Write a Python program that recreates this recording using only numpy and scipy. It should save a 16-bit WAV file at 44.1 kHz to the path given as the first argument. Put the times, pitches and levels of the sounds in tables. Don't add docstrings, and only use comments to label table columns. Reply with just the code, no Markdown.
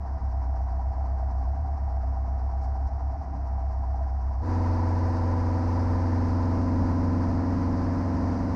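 import sys
import numpy as np
from scipy import signal
from scipy.fft import rfft, irfft
from scipy.io import wavfile
from scipy.ndimage import uniform_filter1d

SR = 44100
rng = np.random.default_rng(int(sys.argv[2]) if len(sys.argv) > 2 else 0)


def unload_audio(sound):
    columns = np.transpose(np.atleast_2d(sound))
    steps = np.round(np.clip(columns, -1, 1) * 32767)
    wavfile.write(sys.argv[1], SR, steps.astype(np.int16))


def to_linear_factor(level_db):
    exponent = np.asarray(level_db, float) / 20
    return 10 ** exponent


N = 377055

# start_s, end_s
CROSSFADE = (4.395, 4.49)

# frequency_hz, density_db
IDLE_CHURN = [(15, -7), (50, -2.5), (95, -1.5), (140, -6.5), (185, -4), (222, -17), (270, -2.5),
              (330, -17.5), (400, -44), (600, -93)]
FAST_RUMBLE = [(15, -5), (40, 15), (90, 16), (130, 6), (190, 11.5), (250, 6.5), (320, 9), (400, -4.5),
               (470, -35), (700, -88.5)]
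# centre_s, level_db, width_s
STUMBLES = [
    (.15, 1, .15),
    (1.6, 3.5, 0.088),
    (2.87, -2.5, 0.026),
    (3.32, 8.5, 0.16),
]

# frequency_hz, density_db
IDLE_AIR = [(250, -12), (330, -17.5), (590, -19.5), (700, -14), (1000, -13.5), (1250, -21.5), (1900, -29.5),
            (2600, -44), (3500, -53.5), (4600, -41.5), (5600, -38.5), (7200, -56.5), (10000, -65.5),
            (11000, -87.5), (15000, -100)]
FAST_AIR = [(300, -37), (400, -16.5), (600, -17.5), (1000, -17.5), (1200, -22.5), (1850, -28.5),
            (2600, -42), (3400, -51), (4800, -38), (5900, -42), (7200, -54.5), (9500, -62.5),
            (11500, -79.5), (15000, -74.5)]
# centre_s, level_db, width_s
SPITS = [
    (2.62, 4, .008),
    (2.645, 5.5, .016),
    (2.875, 3, .01),
    (3.47, 2, .012),
    (.81, 1.5, .014),
]

# frequency_hz, width_hz, level_db
IDLE_PANELS = [
    [(263.7, 60, 0), (185, 50, -5.5)],
    [(661.6, 33, -0.5), (709, 55, 0)],
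    [(774.4, 45, 2), (823, 70, -7)],
    [(951, 55, 1), (1005, 70, -5.5), (1145, 76, -10.5)],
]
PANEL_DB = [-11, 0, 1, -6.5]
PANEL_BEATS = [
    [0, -3, 0, -8, -4, -8, -5, -8],
    [0, -6, 2, -3, -3, -4, -1, -6],
    [-3, 0, -2, -6, -3, -6, 3, -2],
    [-7, 0, -8, -8, -9, -9, 0, 2],
]
# frequency_hz, width_hz, level_db
FAST_COWL = [(666, 43, -1), (774, 65, -7), (790, 85, -2.5), (855, 61, -1.5), (955, 43, 1.5),
             (1050, 70, -12), (1264, 97, -10)]
FAST_BEATS = [0, -3, -9, -9, -1, -3, -8, -10]

# time_s, cycle_rate_hz
IDLE_SPEED = [(0, 8.532), (0.25, 8.13), (0.7, 7.89), (1.0, 8.205), (1.48, 7.97), (1.6, 9.102),
              (1.95, 8.097), (2.75, 8.244), (3.05, 8.271), (3.2, 8.766), (3.35, 8.15), (4.5, 8.219)]
# time_s, level_db
EFFORT = [(0, -5), (.25, 0), (.55, 0), (1.5, .5), (1.7, -1.5), (2.1, 0), (3.1, -0.5), (3.3, -5),
          (3.5, -0.5)]
# centre_s, level_db
MISFIRES = [(.196, -14), (.94, -7), (1.57, -2), (1.785, -3.5), (2.513, -2.5), (2.862, 6), (2.899, -13),
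            (2.997, -6), (3.168, -10), (3.24, -12), (3.295, -2), (3.352, 0), (4.435, -4)]
# cycle_multiple, level_db
IDLE_ORDERS = [(4, -19), (6, -51.5), (8, -0.5), (12, -15.5), (16, -31.5), (24, -34.5)]

# time_s, shaft_rate_hz, fourth_order_db, load (0-1)
FAST_RUN = [
    (4.4, 22.24, -26, 0),
    (5.25, 22.31, -25.5, .05),
    (6.25, 22.45, -25.8, .5),
    (6.8, 22.49, -26.3, .8),
    (7.25, 22.52, -27, .85),
    (7.75, 22.62, -28.3, .95),
    (8.55, 22.8, -29.5, 1),
]
# shaft_multiple, light_load_db, heavy_load_db
STRONG_ORDERS = [(2, -15, -23), (3, -17, -12.5), (4, 0.5, 0), (5, -17, -17), (7, -37.5, -11.5), (8, -31, -13),
                 (9, -37, -10), (10, -25.5, -14.5), (11, -10.5, -5), (12, -17.5, -5.5), (13, -25.5, -16),
                 (14, -17, -16), (15, -22, -21),
                 (21, -26.5, -18.5), (22, -19.5, -29.5), (24, -22.5, -23.5), (25, -37.5, -19.5),
               (29, -23.5, -25), (30, -38, -22.5), (31, -43, -23), (33, -31, -32), (34, -23, -30.5),
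               (35, -25.5, -25.5), (38, -24, -35.5), (40, -19.5, -27), (42, -29.5, -30.5), (43, -27, -32.5),
               (44, -19, -30.5), (45, -22, -20.5)]
# light_load_db, heavy_load_db
FAINT_ORDERS_DB = (-34, -31)


def evened(x):
    return x / np.sqrt(np.mean(x ** 2) + 1e-20)


def curves(rows):
    times, *values = np.transpose(rows)
    return [np.interp(np.arange(N) / SR, times, column) for column in values]


def drift(seconds, count, size):
    width = max(int(seconds * SR / 400), 1)
    noise = rng.standard_normal((count, N // 400 + 2))
    smooth = evened(uniform_filter1d(uniform_filter1d(noise, width), width))
    at = np.arange(0, N, size) / 400
    return np.array([np.interp(at, np.arange(len(row)), row) for row in smooth])


def bumps(rows, width_s=0):
    t = np.arange(0, N + 50, 50) / SR
    total = np.zeros(len(t))
    for row in rows:
        centre, db, width = (*row, width_s)[:3]
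        total += db * np.exp(-((t - centre) / width) ** 2)
    return np.interp(np.arange(N) / SR, t, total)


def coloured(spectrum):
    hz = np.fft.rfftfreq(N, 1 / SR)
    f, db = np.transpose(spectrum)
    gain = to_linear_factor(np.interp(np.log(hz + 1), np.log(f + 1), db, right=-np.inf))
    return evened(irfft(rfft(rng.standard_normal(N)) * gain, N))


def air(spectrum, puffs_db, spits_db=0):
    x = coloured(spectrum)
    high = signal.sosfiltfilt(signal.butter(2, 3600, "high", fs=SR, output="sos"), x)
    top = signal.sosfiltfilt(signal.butter(2, 7000, "high", fs=SR, output="sos"), x)
    treble_db = puffs_db + spits_db
    return (x - high) * to_linear_factor(0.82 * puffs_db) + (high - top) * to_linear_factor(treble_db) + top * to_linear_factor(1.7 * treble_db)


def knocks(cycles, beats_db, modes, scatter_db, jitter_s, rough):
    beat = np.floor(8 * cycles).astype(int)
    at = np.flatnonzero(np.diff(beat)) + 1
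    luck = rng.standard_normal((900, 2))[:len(at)]
    moment = np.clip(at + (jitter_s * SR * luck[:, 1]).astype(int), 0, N - 1)
    clicks = np.zeros(N)
    clicks[moment] = to_linear_factor(np.take(beats_db, beat[at] % 8) + scatter_db * luck[:, 0])
    rattle_decay = np.exp(-np.arange(900) / (0.005 * SR))
    rattle = signal.oaconvolve(clicks, rattle_decay)[:N] * rng.standard_normal(N)
    drive = (1 - rough) * evened(clicks) + rough * evened(rattle)
    t = np.arange(3000) / SR
    ring = np.zeros(len(t))
    for k, (hz, width_hz, db) in enumerate(modes):
        ring += (-1) ** k * to_linear_factor(db) * np.exp(-np.pi * width_hz * t) * np.sin(2 * np.pi * hz * t)
    soft_onset = 1 - np.exp(-t / 0.0022)
    return evened(signal.oaconvolve(drive, ring * soft_onset)[:N])


def orders(turns, multiples, db, spread, wobble_db, wobble_rad):
    k = np.reshape(multiples, (-1, 1))
    phase_drift = wobble_rad * k * drift(0.06, len(k), 8)
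    angle = 2 * np.pi * (k * turns[::8] - spread * k ** 2 / 2) + phase_drift
    level_db = db + wobble_db * np.sqrt(k) * drift(0.11, len(k), 8)
    lines = to_linear_factor(level_db) * np.cos(angle)
    return np.sqrt(2) * signal.resample_poly(lines.sum(0), 8, 1, window=("kaiser", 14))[:N]


def idle():
    effort_db = curves(EFFORT)[0]
    cycles = np.cumsum(curves(IDLE_SPEED)[0]) / SR + 0.359
    once = np.cos(2 * np.pi * cycles)

    churn = to_linear_factor(-49 + bumps(STUMBLES)) * coloured(IDLE_CHURN)

    puffs_db = 2.3 * np.exp(2 * (once - 1)) + 0.67 * np.cos(4 * np.pi * cycles)
    puffs_db = puffs_db + 0.42 * drift(0.04, 1, 1)[0]
    rush = to_linear_factor(-48) * air(IDLE_AIR, puffs_db, bumps(SPITS))

    panels = np.zeros(N)
    for modes, level_db, beats_db in zip(IDLE_PANELS, PANEL_DB, PANEL_BEATS):
        panels += to_linear_factor(level_db) * knocks(cycles - 0.02, beats_db, modes, 1.2, jitter_s=0.0007, rough=0.45)
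    cowl = to_linear_factor(-42.5 + 0.42 * effort_db) * evened(panels)

    shaft = cycles - 0.0075 * np.cos(2 * np.pi * (cycles - 0.35))
    weak_db = -3.5 * np.exp(1.5 * (once - 1))
    k, db = np.transpose(IDLE_ORDERS)
    boom = orders(shaft, k, db[:, None], spread=0.02, wobble_db=0.15, wobble_rad=0.015)
    boom = boom * to_linear_factor(-25 + effort_db + weak_db + bumps(MISFIRES, width_s=0.014))
    return boom + cowl + rush + churn


def fast_order_levels(load):
    thin_from, top_order = 47, 60
    table = {k: FAINT_ORDERS_DB for k in range(1, thin_from)}
    table |= {round(k): db for k, *db in STRONG_ORDERS}
    table |= {k: (-41, -41) for k in range(thin_from, top_order + 1)}
    table[3 / 2] = -18, -14.5
    light_db, heavy_db = np.transpose(list(table.values()))
    return np.array(list(table)), np.outer(light_db, 1 - load) + np.outer(heavy_db, load)


def fast():
    speed, boom_db, load = curves(FAST_RUN)
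    turns = np.cumsum(speed) / SR + 0.3

    rumble = to_linear_factor(-39 + 3.8 * load) * coloured(FAST_RUMBLE)

    puffs_db = 0.5 * np.cos(2 * np.pi * 4 * turns) + 0.5 * drift(0.03, 1, 1)[0]
    rush = to_linear_factor(-41) * air(FAST_AIR, puffs_db)

    cowl = knocks(turns / 2, FAST_BEATS, FAST_COWL, 1.5, jitter_s=0.0002, rough=0.29)
    cowl = to_linear_factor(-48 + 2 * load) * cowl

    k, db = fast_order_levels(load[::8])
    spread = np.select([k < 7, k < 30], [0.42, 0.279], 0.0445)[:, None]
    boom = to_linear_factor(boom_db) * orders(turns, k, db, spread, wobble_db=0.18, wobble_rad=0.006)
    return boom + cowl + rush + rumble


def scene():
    share = np.interp(np.arange(N) / SR, CROSSFADE, (0, 1))
    return ((1 - share) * idle() + share * fast())[None]


def top_cut(x):
    return signal.sosfilt(signal.butter(12, 15000, fs=SR, output="sos"), x)


def record(dry):
    t = np.arange(N) / SR
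    fade_in = np.clip((t + 0.0032) / 0.01, 0, 1)
    fade_out = np.clip((t[::-1] + 0.0067) / 0.0071, 0, 1)
    return top_cut(dry * fade_in * fade_out)


dry = scene()
out = record(dry)
unload_audio(out)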